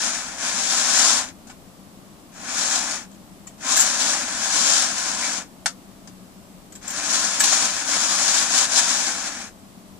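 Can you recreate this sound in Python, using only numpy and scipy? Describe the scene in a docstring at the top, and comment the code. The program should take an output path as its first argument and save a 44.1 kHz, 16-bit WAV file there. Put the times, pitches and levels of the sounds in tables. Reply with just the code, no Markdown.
"""In a quiet, humming room, a flat tin lid lies on a wooden floor, heard close and in stereo.
A finger pushes a row of coins round its rim in four sweeps. Countless tiny catches of metal on metal
ring the sheet, while milled edges burr and zip along the rim. The coins chatter as they bump
each other, and one drops flat in a pause."""
import sys
import numpy as np
from scipy import signal
from scipy.fft import rfft, irfft
from scipy.io import wavfile

SR = 44100
rng = np.random.default_rng(int(sys.argv[2]) if len(sys.argv) > 2 else 0)


def persist_wave(psi):
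    """Save psi, clipped to +-1, as 16-bit WAV."""
    counts = np.round(np.clip(psi, -1, 1) * 32767).astype(np.int16)
    wavfile.write(sys.argv[1], SR, np.atleast_2d(counts).T)


N = 440559
T = np.arange(N) / SR
FFT_SIZE = 16384
HZ = np.maximum(np.fft.rfftfreq(FFT_SIZE, 1 / SR), 1)
SIDES = np.array([[.5], [-.5]])  # splits a difference between left and right


def undb(db):
    """Decibels to gain."""
    return 10 ** (np.asarray(db) / 20)


def curve(points):
    """A table of (freq_hz, value) points drawn across the spectrum."""
    hz, value = np.transpose(points)
    return np.interp(np.log(HZ), np.log(hz), value)


def bell(hz, width):
    """Gain of a steep resonance, 1 at its centre."""
    return 1 / (1 + ((HZ / hz - hz / HZ) * hz / width) ** 2 / 2)


def resonances(modes):
    """Gain of several (pitch_hz, width_hz, level_db) resonances together."""
    return np.sqrt(sum((undb(db) * bell(hz, width)) ** 2 for hz, width, db in modes))


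def unit(gain, band=True):
    """Scale a filter so that white noise leaves it with rms 1 inside a band."""
    return gain / np.sqrt(np.mean(gain ** 2 * band))


def eq(x, gain):
    """Minimum-phase EQ with the given gain curve, built by way of the cepstrum."""
    cepstrum = irfft(np.log(gain + 1e-5))
    cepstrum[..., 1:FFT_SIZE // 2] *= 2
    cepstrum[..., FFT_SIZE // 2 + 1:] = 0
    response = irfft(np.exp(rfft(cepstrum)))
    return signal.oaconvolve(np.atleast_2d(x), np.atleast_2d(response), axes=1)[:, :N]


def drift(rate_hz):
    """Smooth random modulation with a spread near 1."""
    knots = rng.standard_normal(int(N / SR * rate_hz) + 2)
    return np.interp(T * rate_hz, np.arange(len(knots)), knots)


# Colour of the room's air: freq_hz, gain_db
AIR_EQ = [(13, -34), (22, -8.5), (60, -15), (122, -10.5), (160, -10.5), (193, 1.5), (215, -9), (247, -5),
          (473, -17.5), (621, -14), (1370, -29), (6960, -31.5), (7760, -29.5), (8420, -32), (14500, -36.5)]
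# Hums and a thin whine in the room: pitch_hz, width_hz, level_db
ROOM_HUM = [(191, 10, -55), (225, 13, -61.5), (1120, 350, -63.5), (3370, 60, -87), (7960, 5, -81)]
# How alike the room sounds on both sides: freq_hz, correlation
ROOM_LIKENESS = [(30, 0.22), (90, 0.2), (190, 0.98), (600, 0.54), (1200, 0), (3000, 0), (14000, 0)]
# Lean of the room tone: freq_hz, left_minus_right_db
ROOM_PAN = [(30, 9.5), (80, 15), (170, 4.5), (400, 2.5), (2000, 1)]
def room_tone(air_db):
    """A steady bed of air with a low hum and a thin whine; the lowest rumble lies on the left."""
    air = undb(air_db) * unit(undb(curve(AIR_EQ)))
    hum_power = sum((undb(db) * unit(bell(hz, width))) ** 2 for hz, width, db in ROOM_HUM)
    gain = np.sqrt(air ** 2 + hum_power)
    alike = np.clip(curve(ROOM_LIKENESS), 0, 1)
    mid = eq(rng.standard_normal(N), gain)
    side = eq(rng.standard_normal(N), gain * np.sqrt((1 - alike) / (1 + alike)))
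    lean = undb(SIDES * curve(ROOM_PAN))
    return eq(mid + 2 * SIDES * side, lean / lean.mean(axis=0))


def lid_spots(t60_s, crack, crack_s, alike_hz, count=8, samples=7000):
    """Ring of the lid struck at several spots: the same dense modes, mixed anew for each spot and ear."""
    t = T[:samples]
    hz = np.arange(100, 15000, 24.)
    hz += rng.uniform(-8.5, 10.3, len(hz))
    shared = rng.standard_normal((count, 1, len(hz)))
    per_ear = rng.standard_normal((count, 2, len(hz)))
    shapes = shared + per_ear * (hz / alike_hz + 0.15)  # long waves reach both ears alike
    shapes /= np.sqrt(np.mean(shapes ** 2, axis=0))
    ring = shapes @ np.sin(2 * np.pi * (np.outer(hz, t) + rng.random((len(hz), 1))))
    attack = 1 + crack * np.exp(-t / crack_s)  # the first wave leaves before the whole sheet rings
    ring *= np.exp(-np.log(1000) * t / t60_s) * attack
    return ring / np.sqrt(np.sum(ring ** 2, axis=2, keepdims=True))


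def ring_lid(forces, spots):
    """Each force drives the lid at its own spot."""
    return sum(signal.oaconvolve(force[None], spot, axes=1)[:, :N] for force, spot in zip(forces, spots))


# Colour that the tin sheet radiates: freq_hz, gain_db
SHEET_EQ = [(250, -53.5), (420, -15.5), (706, 0.5), (908, -6), (1070, -6), (1170, -7), (1660, 1.5),
            (2080, -7.5), (2560, -3.5), (2830, -4.5), (5250, -3), (6040, -1.5), (6750, -1), (10000, -13),
            (12000, -27.5), (15600, -96), (22000, -120)]
# Peaks and dips in that colour: freq_hz, width_hz, boost_db
SHEET_PEAKS = [(398, 100, -6), (700, 76, -3.5), (856, 110, -1.5), (1050, 73, 3), (1340, 190, 3),
               (1626, 140, -2.5), (2294, 210, 3.5), (6840, 200, 1.5)]
def sheet_bands(crossover_hz=2950):
    """The sheet's colour, split into its low body and its high hiss."""
    peaks_db = sum(db * bell(hz, width) for hz, width, db in SHEET_PEAKS)
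    gain = undb(curve(SHEET_EQ) + peaks_db)
    low_share = 1 / (1 + (HZ / crossover_hz) ** 6)
    return gain * np.sqrt(low_share), gain * np.sqrt(1 - low_share)


def rattles(hits, spots, first_blow, bounces_per_s, fade, ring_s=0.014):
    """A blow and quick, shrinking bounces per hit; returns the mix and a send set by the last column."""
    mix, send = np.zeros((2, 2, N))
    for k, (start_s, level_db, length_s, send_db) in enumerate(hits):
        chance, polarity = rng.random((2, SR // 10))
        n = int(np.clip(length_s * SR, 2, len(chance)))
        bounces = (chance[:n] < bounces_per_s / SR) * np.sign(polarity[:n] - .5)
        force = bounces * np.exp(-fade * np.arange(n) / n)
        force[0] = first_blow
        hit = signal.fftconvolve(force[None], spots[k % len(spots)], axes=1)
        hit *= undb(level_db) * np.sqrt(2 * ring_s * SR / np.sum(hit ** 2))
        start = int(start_s * SR)
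        span = slice(start, start + hit.shape[1])
        mix[:, span] += hit
        send[:, span] += hit * undb(send_db)
    return mix, send


# The coins' own modes, damped by lying flat: pitch_hz, width_hz, level_db
COIN_MODES = [(7500, 1200, 0), (13350, 330, -7)]
# Coin bumps coin and their milled edges chatter: start_s, level_db, length_s, coin_send_db
COIN_BUMPS = [(3.113, -51, .006, -2), (3.144, -50, .006, -6), (3.4696, -39, .011, 1),
              (3.7669, -18, 0.01, 4.5), (3.795, -19, 0.017, 7.5), (3.818, -18.5, 0.0062, -1),
              (6.7222, -42.5, .005, 1), (6.7525, -39, .011, 0), (6.8785, -35, .005, 8),
              (6.904, -32, .006, 4), (7.3957, -26, .007, 7), (7.4037, -12, 0.0091, -1)]
def coin_bumps(spots, top_db, body_db, coin_db):
    """Edge against edge rings the coins themselves, and the sheet under them less."""
    chatter, coin_send = rattles(COIN_BUMPS, spots, first_blow=0.99, bounces_per_s=1500, fade=.3)
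    low, high = sheet_bands()
    sheet = undb(top_db) * unit(high) + undb(body_db) * unit(low)
    return eq(chatter, sheet) + undb(coin_db) * eq(coin_send, unit(resonances(COIN_MODES)))


# Low lid modes that a landing coin sets ringing: pitch_hz, width_hz, level_db
KNOCK_MODES = [(696, 14, -14), (820, 61, 9.5), (1100, 78, -4), (1340, 48, -7), (2180, 47, -9)]
def lid_knocks(landings):
    """The low modes of the lid, struck once by every landing coin."""
    t = T[:FFT_SIZE]
    ring = sum(undb(db) * np.exp(-np.pi * width * t) * np.cos(2 * np.pi * hz * t)
               for hz, width, db in KNOCK_MODES)
    knocks = np.zeros(N)
    for start_s, level_db, _, body_send_db in landings:
        start = int(start_s * SR)
        knocks[start:start + len(ring)] += undb(level_db + body_send_db) * ring
    return knocks


# A coin tips and lands on the sheet: start_s, level_db, length_s, body_send_db
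COIN_LANDINGS = [(1.471, -49, .025, 5), (1.498, -46, 0.015, 9), (2.91, -31, .004, -7),
                 (5.659, -22, 0.0048, 6.5), (5.6644, -28, 0.0016, -4), (6.074, -47, .006, 3),
                 (7.438, -16.5, .006, -6), (8.578, -25, 0.013, 1), (8.727, -35, .01, -1)]
def coin_landings(spots, body_db, knock_db, coin_db, shelf_db):
    """A coin landing flat hits harder than a catch: more top, and a knock from the sheet's low modes."""
    clatter, body_send = rattles(COIN_LANDINGS, spots, first_blow=2.0, bounces_per_s=2800, fade=0.66)
    low, high = sheet_bands()
    shelf = undb(curve([(6500, 0), (11000, shelf_db)]))
    top = eq(clatter, unit(high) * shelf + undb(coin_db) * unit(resonances(COIN_MODES)))
    body = undb(body_db) * eq(body_send, unit(low))
    knock = undb(knock_db) * eq(lid_knocks(COIN_LANDINGS), low)
    return top + body + knock


def milled_edge(pitch_hz, wobble_octaves):
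    """Force of a coin's ridges rolling at an unsteady rate, rms 1."""
    ridge_hz = pitch_hz * 2 ** (wobble_octaves * drift(rate_hz=600))
    return np.sqrt(2) * np.sin(2 * np.pi * np.cumsum(ridge_hz) / SR)


# A coin spins against the rim: middle_s, length_s, pitch_hz, level_db
COIN_ZIPS = [(0.471, 0.15, 2130, -40), (3.70, .13, 1075, -33.5), (5.232, .08, 2180, -33.5),
             (7.94, .07, 2080, -34), (8.12, .3, 1195, -34)]
def coin_zips(spots, sag_octaves):
    """A spinning coin zips for a moment, swelling and fading, its pitch sagging as it slows."""
    forces = []
    for middle_s, length_s, pitch_hz, level_db in COIN_ZIPS:
        along = np.clip((T - middle_s) / length_s, -.5, .5)
        swell = undb(level_db) * np.cos(np.pi * along) ** 2
        forces.append(swell * milled_edge(pitch_hz * 2 ** (-sag_octaves * along), wobble_octaves=.18))
    return ring_lid(forces, spots)


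def rim_burr(spots, push, level_db, creep_hz, rise_hz, cruise_db):
    """Two coins roll along the rim, touching it more or less; their burr rises and swells with speed."""
    speed = np.sqrt(push / undb(cruise_db))  # 1 at the usual sliding speed
    forces = []
    for _ in range(2):
        pitch_hz = (creep_hz + rise_hz * speed) * 2 ** (.2 * drift(rate_hz=4))
        contact = undb(level_db + 3 * drift(rate_hz=5))
        forces.append(milled_edge(pitch_hz, wobble_octaves=.25) * contact * push)
    return ring_lid(forces, spots)


# Four sweeps, each a list of envelope points; faster is louder: time_s, level_db
SWEEPS = [
    [(0.0, -27.5), (0.02, -26.0), (0.36, -38.5), (0.46, -28.5), (0.8, -22.5), (0.89, -24), (0.97, -20.5),
     (1.11, -19.5), (1.19, -23.5), (1.27, -43.5), (1.29, -43.5), (1.34, -65.0)],
    [(2.32, -59), (2.37, -47.5), (2.56, -28.5), (2.76, -23.5), (2.9, -33.0), (2.96, -31), (3.04, -48.0),
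     (3.07, -61.5)],
    [(3.58, -59.5), (3.61, -45.0), (3.67, -28), (3.72, -22.5), (3.98, -26.0), (4.02, -21.5), (4.27, -32.5),
     (4.46, -25.5), (4.77, -19.0), (4.95, -30.0), (4.98, -27.0), (5.16, -30.5), (5.25, -26.5),
     (5.38, -31.5), (5.42, -39.0), (5.48, -63.0)],
    [(6.81, -59.5), (6.83, -46), (6.98, -29.5), (7.01, -32.5), (7.15, -22), (7.31, -27.5), (7.42, -27.5),
     (7.45, -20), (7.63, -24), (7.85, -32.0), (7.91, -24.5), (8.37, -22.0), (8.49, -28.0), (8.58, -19),
     (8.64, -22), (8.68, -31.5), (8.78, -16.0), (8.81, -21.5), (9.22, -32), (9.28, -30.5), (9.31, -36.5),
     (9.44, -40), (9.48, -45), (9.53, -67)],
]
def finger_push():
    """Envelope of the slide as the finger speeds up and slows down, silent between sweeps."""
    return sum(undb(np.interp(T, *np.transpose(sweep), left=-np.inf, right=-np.inf)) for sweep in SWEEPS)


def catches(per_s, scatter_db, judder_db, press_db):
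    """One coin's tiny catches: mostly faint, a few sharp, in spurts as it is pressed more or less."""
    strength = undb(scatter_db * np.minimum(rng.exponential(size=N), 4))
    grip = undb(judder_db * drift(rate_hz=60) + press_db * drift(rate_hz=7))
    caught = rng.random(N) < per_s / SR
    force = caught * strength * rng.choice([-1, 1], N) * grip
    return force / np.std(force)


# The whole lid flexing like a drum skin: pitch_hz, width_hz, level_db
FLEX_MODES = [(209, 49, -10), (246.5, 41, 1.5), (299.3, 29.4, 1)]
def coin_scrape(spots, push, hiss_db, sing_db, body_db, flex_db):
    """The row of coins scrapes round; speed lifts the hiss most, the body less, the lid's flex least."""
    forces = [catches(per_s=1150, scatter_db=3.5, judder_db=2.4, press_db=1.53) for _ in spots]
    scrape = ring_lid(forces, spots) / np.sqrt(len(spots))
    scrape *= undb(0.46 * drift(rate_hz=22))  # the whole row moves in small jerks
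    low, high = sheet_bands()
    low = unit(low, (HZ > 600) & (HZ < 2200))
    high = unit(high, (HZ > 4000) & (HZ < 10000))
    sing = unit(bell(*COIN_MODES[1][:2]))  # the upper coin mode
    # Above the knee the body gains only a share of each dB of push; the flex gains a share of the body's.
    knee_db, body_share, flex_share = -37, 0.58, 0.68
    body_swell = push * (1 + (push / undb(knee_db)) ** 2) ** ((body_share - 1) / 2)
    hiss = eq(scrape, undb(hiss_db) * high + undb(sing_db) * sing) * push
    body = undb(body_db) * eq(scrape, low) * body_swell
    flex = undb(flex_db) * eq(scrape, unit(resonances(FLEX_MODES))) * body_swell ** flex_share
    return hiss + body + flex


# Lean of the lid's sound: freq_hz, left_minus_right_db
LID_PAN = [(250, 3.5), (700, -0.5), (1400, 1), (2500, 1), (4000, 4.5), (6000, 11), (7500, 6), (9500, 0),
           (13000, -2.5)]
def scene():
    """Coins on the lid, leaning left in the treble, over the room tone."""
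    spots = lid_spots(t60_s=0.12, crack=2.43, crack_s=0.00059, alike_hz=2530)
    push = finger_push()
    lid = coin_scrape(spots, push, hiss_db=0.9, sing_db=-30, body_db=-0.93, flex_db=-24.5)
    lid += rim_burr(spots, push, level_db=-20.0, creep_hz=719.5, rise_hz=300.1, cruise_db=-24)
    lid += coin_zips(spots, sag_octaves=0.15)
    lid += coin_landings(spots, body_db=-8.0, knock_db=-6.0, coin_db=-18, shelf_db=4.0)
    lid += coin_bumps(spots, top_db=-11.5, body_db=-13.0, coin_db=-4.5)
    left, right = eq(lid, undb(SIDES * curve(LID_PAN)))
    left = np.roll(left, 4)  # the lid reaches the left side 4 samples later
    return np.array([left, right]) + room_tone(air_db=-47)


def record(dry):
    """A soft clip rounds the very highest peaks, then a steep low-pass cuts the top."""
    ceiling, cutoff_hz = .82, 14700
    rounded = dry / (1 + (dry / ceiling) ** 6) ** (1 / 6)
    return signal.sosfilt(signal.ellip(8, .2, 70, cutoff_hz, fs=SR, output="sos"), rounded)


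dry = scene()
out = record(dry)
persist_wave(out)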